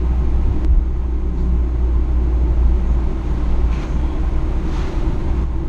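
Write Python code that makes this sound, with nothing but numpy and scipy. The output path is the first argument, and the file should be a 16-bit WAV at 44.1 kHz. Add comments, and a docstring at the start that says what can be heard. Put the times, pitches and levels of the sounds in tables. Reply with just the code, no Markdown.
"""Inside a car cruising along a walled road, microphone on the dashboard. From the start the engine drones,
the body rumbles on its springs, rough asphalt rings wheels and panels, and tyre noise comes in with a faint
whistle of air. In the first second bumps thump, one sharp click sounds as the road noise drops, and the
trim knocks. Oncoming vehicles then swish past, faintly at 1.4 s, clearly near 3.8 s, and last a van at
4.8 s. Just before the end the road noise drops abruptly again."""
import sys
import numpy as np
from scipy import signal
from scipy.fft import rfft, irfft
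from scipy.io import wavfile
from scipy.ndimage import map_coordinates

SR = 44100
rng = np.random.default_rng(int(sys.argv[2]) if len(sys.argv) > 2 else 0)


def wrap_up_sound(samples):
    """Save the sound to the file named by the first command line argument, as 16-bit audio."""
    columns = np.atleast_2d(samples).T
    # keep every value between -1 and 1, then stretch to whole-number steps
    tamed = np.clip(columns, -1, 1)
    steps = np.round(tamed * 32767).astype(np.int16)
    wavfile.write(sys.argv[1], SR, steps)


N = 250488
T = np.arange(N) / SR
# glass and door resonances around the microphone: f/Hz, nominal width/Hz, relative level/dB
PANEL_MODES = [(470, 118, 2.5), (612, 100, 1.5), (785, 83, 2.5), (903.4, 62, 2.5), (1047, 77, 2),
               (1254, 86, -3), (1404, 48, -7), (1550, 150, -8.5), (1976, 100, -13.5)]


def undb(db):
    """Decibels to gain."""
    return 10 ** (np.asarray(db) / 20)


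def unit(x):
    """Scale to rms 1."""
    return x / np.sqrt(np.mean(x ** 2))


def walk(rate_hz):
    """Slow chance: random levels joined smoothly, spread about 1."""
    return map_coordinates(rng.standard_normal(1024), [T * rate_hz], order=3, mode="wrap")


def swell(t, length):
    """A bell-shaped rise and fall around time t; length is its standard deviation."""
    return np.exp(-.5 * ((T - t) / length) ** 2)


def struck(t, decay_s):
    """A sudden start that dies away."""
    return (T >= t) * np.exp(-np.abs(T - t) / decay_s)


def soften(x, top_hz):
    """Round off the treble."""
    return signal.sosfilt(signal.butter(2, top_hz, fs=SR, output="sos"), x)


def colour(x, points):
    """Filter by a spectrum of (f/Hz, level/dB) points that falls away beyond its ends; rms 1."""
    hz, db = np.transpose(points)
    f = np.maximum(np.fft.rfftfreq(N, 1 / SR), 1)
    gain = undb(np.interp(np.log(f), np.log(hz), db))
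    skirts = np.minimum(f / hz[0], 1) ** 2 * np.minimum(hz[-1] / f, 1) ** 2
    return unit(irfft(rfft(x) * gain * skirts, N))


def resonate(x, hz, width_hz):
    """A resonance passed twice, so that its skirts are steep."""
    b, a = signal.iirpeak(hz, hz / width_hz, fs=SR)
    return signal.lfilter(b, a, signal.lfilter(b, a, x))


def grit(spread_db):
    """Countless small contacts of tread and stone, of uneven size."""
    return rng.standard_normal(N) * undb(spread_db * rng.standard_normal(N))


def ring(modes, patchy_db):
    """Resonances shaken by the asphalt, each swelling with its own patches of road; rms 1."""
    return unit(sum(undb(db + patchy_db * walk(7)) * resonate(grit(2.8), hz, 1.83 * width)
                    for hz, width, db in modes))


def engine(start_hz=61.26, sag_hz_per_s=1.08, pickup_at_s=3.87, pickup_length_s=.366, throb_db=.65):
    """The firing rate drones in the cabin; engine speed sags evenly, then picks up to where it was."""
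    # engine orders: multiple of the firing rate, relative level/dB
    orders = [(1, -2.5), (2, -28.5), (3, -28.5), (4, -38), (5, -32), (6, -31)]
    # strength of the drone: t/s, level/dB
    drone = [(0, -16.5), (.2, -12.5), (.33, -16), (.6, -16), (.85, -16), (1.0, -20.5), (1.13, -16),
             (1.3, -18.5), (1.55, -15), (2.6, -13), (2.97, -15), (3.25, -19.5), (3.65, -13.5), (3.96, -16),
             (4.3, -20), (4.65, -20.5), (4.9, -27), (5.35, -15.5), (5.68, -20.5)]
    # brief dips of the drone: t/s, depth/dB
    dips = [(3.15, 4), (3.83, 14.5), (4.14, 8)]
    # the third order booms: t/s, length/s, boost/dB
    booms = [(1.467, .1, 15), (3.34, 0.057, 15)]
    hz = start_hz - sag_hz_per_s * T * np.interp(T - pickup_at_s, [0, pickup_length_s], [1, 0])
    phase = 2 * np.pi * np.cumsum(hz) / SR + .0099 * walk(6.6)
    drone_db = np.interp(T, *np.transpose(drone))
    dip_db = sum(depth * swell(t, .043) for t, depth in dips)
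    boom_db = sum(boost * swell(t, length) for t, length, boost in booms)
    tone = 0
    for order, db in orders:
        extra_db = throb_db * walk(10) if order == 1 else (order == 3) * boom_db
        tone += undb(db + extra_db) * np.sin(order * phase + rng.uniform(0, 2 * np.pi))
    return tone * np.sqrt(2) * undb(drone_db - dip_db)


def road(rumble_db=-21.8, roar_db=-28.5, rumble_rise_db_per_s=.41, roar_rise_db_per_s=.31):
    """Long waves in the road rock the body; its coarse grain rings the wheels and cabin."""
    # spectrum of the body's sway: f/Hz, relative level/dB
    sway = [(10, -9.5), (17, 2), (24, 8), (34, -1.5), (47, -2), (58, -3.5), (73, -4.5), (85, -13),
            (110, -27.5), (200, -59)]
    # wheel, tyre cavity and panel resonances: f/Hz, nominal width/Hz, relative level/dB
    cabin_modes = [(91.7, 9, 0), (125.8, 15.5, 3), (151.5, 18, -1), (183.7, 21.8, -1.06), (246.4, 27, -6),
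                   (304.1, 21.1, -1.5), (330.6, 14, -1), (366.5, 20.7, -3.7)]
    # rough asphalt under the car: t/s, length/s, rumble change/dB, roar change/dB
    patches = [(0.486, 0.16, 4, 1.5), (1.42, 0.12, -1, 3), (2.75, 0.14, 3.5, -1), (5.137, 0.14, 6, 1.1)]
    rumble_patch_db = sum(db * swell(t, length) for t, length, db, _ in patches)
    roar_patch_db = sum(db * swell(t, length) for t, length, _, db in patches)
    down_db = lull(recovery_s=1.86)
    rumble_gain = undb(rumble_db + rumble_rise_db_per_s * T + rumble_patch_db - .31 * down_db)
    roar_gain = undb(roar_db + roar_rise_db_per_s * T + roar_patch_db - .87 * down_db)
    rumble = colour(rng.standard_normal(N), sway)
    roar = ring(cabin_modes, patchy_db=1)
    return rumble * rumble_gain + roar * roar_gain


def tyres(roll_db=-39.5, hiss_db=-49, roll_rise_db_per_s=.5, hiss_rise_db_per_s=.566, flutter_db=.25):
    """Tread noise comes back off the walls, rings glass and doors, and flutters with the surface."""
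    # air and tread hiss heard through the window: f/Hz, relative level/dB
    hiss_spectrum = [(600, 0), (1500, -5), (1790, -0.5), (2150, 1.5), (3000, -5), (4300, -10),
                     (4900, -14.5), (5900, -15), (6500, -13), (7100, -18.5), (9000, -23), (10100, -31),
                     (11300, -28.5), (14000, -35.5)]
    # stretches where the walls throw back more: t/s, length/s, roll boost/dB, hiss boost/dB
    walls = [(1.907, .2, 0.1, 0), (2.7, .79, 1.4, 0.7)]
    roll_wall_db = sum(db * swell(t, length) for t, length, db, _ in walls)
    hiss_wall_db = sum(db * swell(t, length) for t, length, _, db in walls)
    down_db = lull(recovery_s=3.37)
    roll_gain = undb(roll_db + roll_rise_db_per_s * T + roll_wall_db - .92 * down_db)
    hiss_gain = undb(hiss_db + hiss_rise_db_per_s * T + hiss_wall_db - down_db)
    roll = ring(PANEL_MODES, patchy_db=.73)
    hiss = colour(grit(2.6), hiss_spectrum)
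    return (roll * roll_gain + hiss * hiss_gain) * undb(flutter_db * walk(35))


def whistles(steady_db=-73):
    """Narrow bands sing: a steady one of air slipping past the window edge, and brief ones; the band at 1.42 s
    comes with the vehicle passing at 1.4 s, and the lowest, at 4.08 s, with the van's approach."""
    # brief whistles: t/s, level/dB, length/s, f/Hz, width/Hz
    brief = [(1.42, -65, .08, 6400, 2200), (2.9, -61, .04, 6450, 700), (3.3, -63, .06, 6500, 1000),
             (3.32, -74, .055, 11200, 2200), (3.91, -57.5, .07, 6350, 1200), (4.08, -54, .08, 3290, 280)]
    air = undb(steady_db) * unit(resonate(rng.standard_normal(N), hz=6450, width_hz=380))
    for t, db, length, hz, width in brief:
        air += undb(db) * swell(t, length) * unit(resonate(rng.standard_normal(N), hz, width))
    return air


def bumps():
    """The suspension softens each bump into a few swings of cabin pressure."""
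    # bumps under the wheels: t/s, peak level/dB, f/Hz, length/s
    jolts = [(0.473, -12.5, 28.5, 0.032), (0.502, -16.5, 94.4, 0.024), (0.712, -4, 57.4, 0.0076),
             (0.75, -9, 37.3, 0.04)]
    return sum(-undb(db) * swell(t, length) * np.cos(2 * np.pi * hz * (T - t))
               for t, db, hz, length in jolts)


def lull(recovery_s, fall_s=.011):
    """The road noise drops abruptly and creeps back: dB down, in full for the hiss, less for the rest."""
    # drops: t/s, depth/dB
    drops = [(0.647, 5.5), (5.439, 5.5)]
    return sum(db * np.interp(T - t, [0, fall_s, recovery_s], [0, 1, 0]) for t, db in drops)


def click(db=-16.5):
    """One dry click: a sudden step that dies at once."""
    return undb(db) * soften(struck(t=.648, decay_s=.0012), top_hz=7200)


def knock(db=-31):
    """Jolted by a bump, the trim rattles briefly against the panels."""
    rattle = ring(PANEL_MODES, patchy_db=0) * struck(t=.741, decay_s=.0074)
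    return undb(db) * soften(rattle, top_hz=2500)


def traffic(buffet_db=.4):
    """Oncoming tyres swish and roar, swelling as they draw level with the side window."""
    # passing vehicles, each swish with a sharp edge band and a duller roar: t/s, swish level/dB,
    # approach/s, fade/s, edge f/Hz, edge width/Hz, edge re swish/dB, roar re swish/dB
    passes = [(1.385, -56.8, .01, .06, 4100, 1500, -1, -12), (3.5, -58, .35, .12, 3300, 2600, 2.5, 2),
              (3.738, -42.2, .019, .095, 2440, 700, -1.5, -3),
              (3.824, -45.5, .013, .026, 3300, 2600, -1.5, -2),
              (4.772, -40.4, .078, .19, 3400, 2600, -7, 0.5)]
    # their swish as heard in the cabin: f/Hz, relative level/dB
    swish_spectrum = [(500, 4), (1400, 10), (2400, 7.5), (3200, 2), (4250, 2.5), (4950, -6.5), (6400, -0.5),
                      (7000, -7.5), (8500, -18.5), (10000, -22), (11200, -25), (14000, -39)]
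    swish = colour(grit(3.8), swish_spectrum)
    roar = unit(resonate(grit(3.3), hz=1060, width_hz=670))
    vehicles = 0
    for t, db, approach, fade, edge_hz, edge_width, edge_db, roar_db in passes:
        distance = (T - t) / np.where(T < t, approach, fade)  # along the road, 0 when alongside
        edge = undb(edge_db) * unit(resonate(grit(3.5), edge_hz, edge_width))
        vehicles += (swish + edge + undb(roar_db) * roar) * undb(db) / (1 + distance ** 2)
    return vehicles * undb(buffet_db * walk(66))


def scene():
    """Everything as it meets behind the windscreen, in mono."""
    return (engine() + road() + tyres() + whistles() + bumps() + click() + knock() + traffic())[None]


def record(dry, top_hz=14200):
    """The dashboard microphone cuts the top treble steeply."""
    return signal.sosfilt(signal.ellip(8, .2, 80, top_hz, fs=SR, output="sos"), dry)


dry = scene()
out = record(dry)
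wrap_up_sound(out)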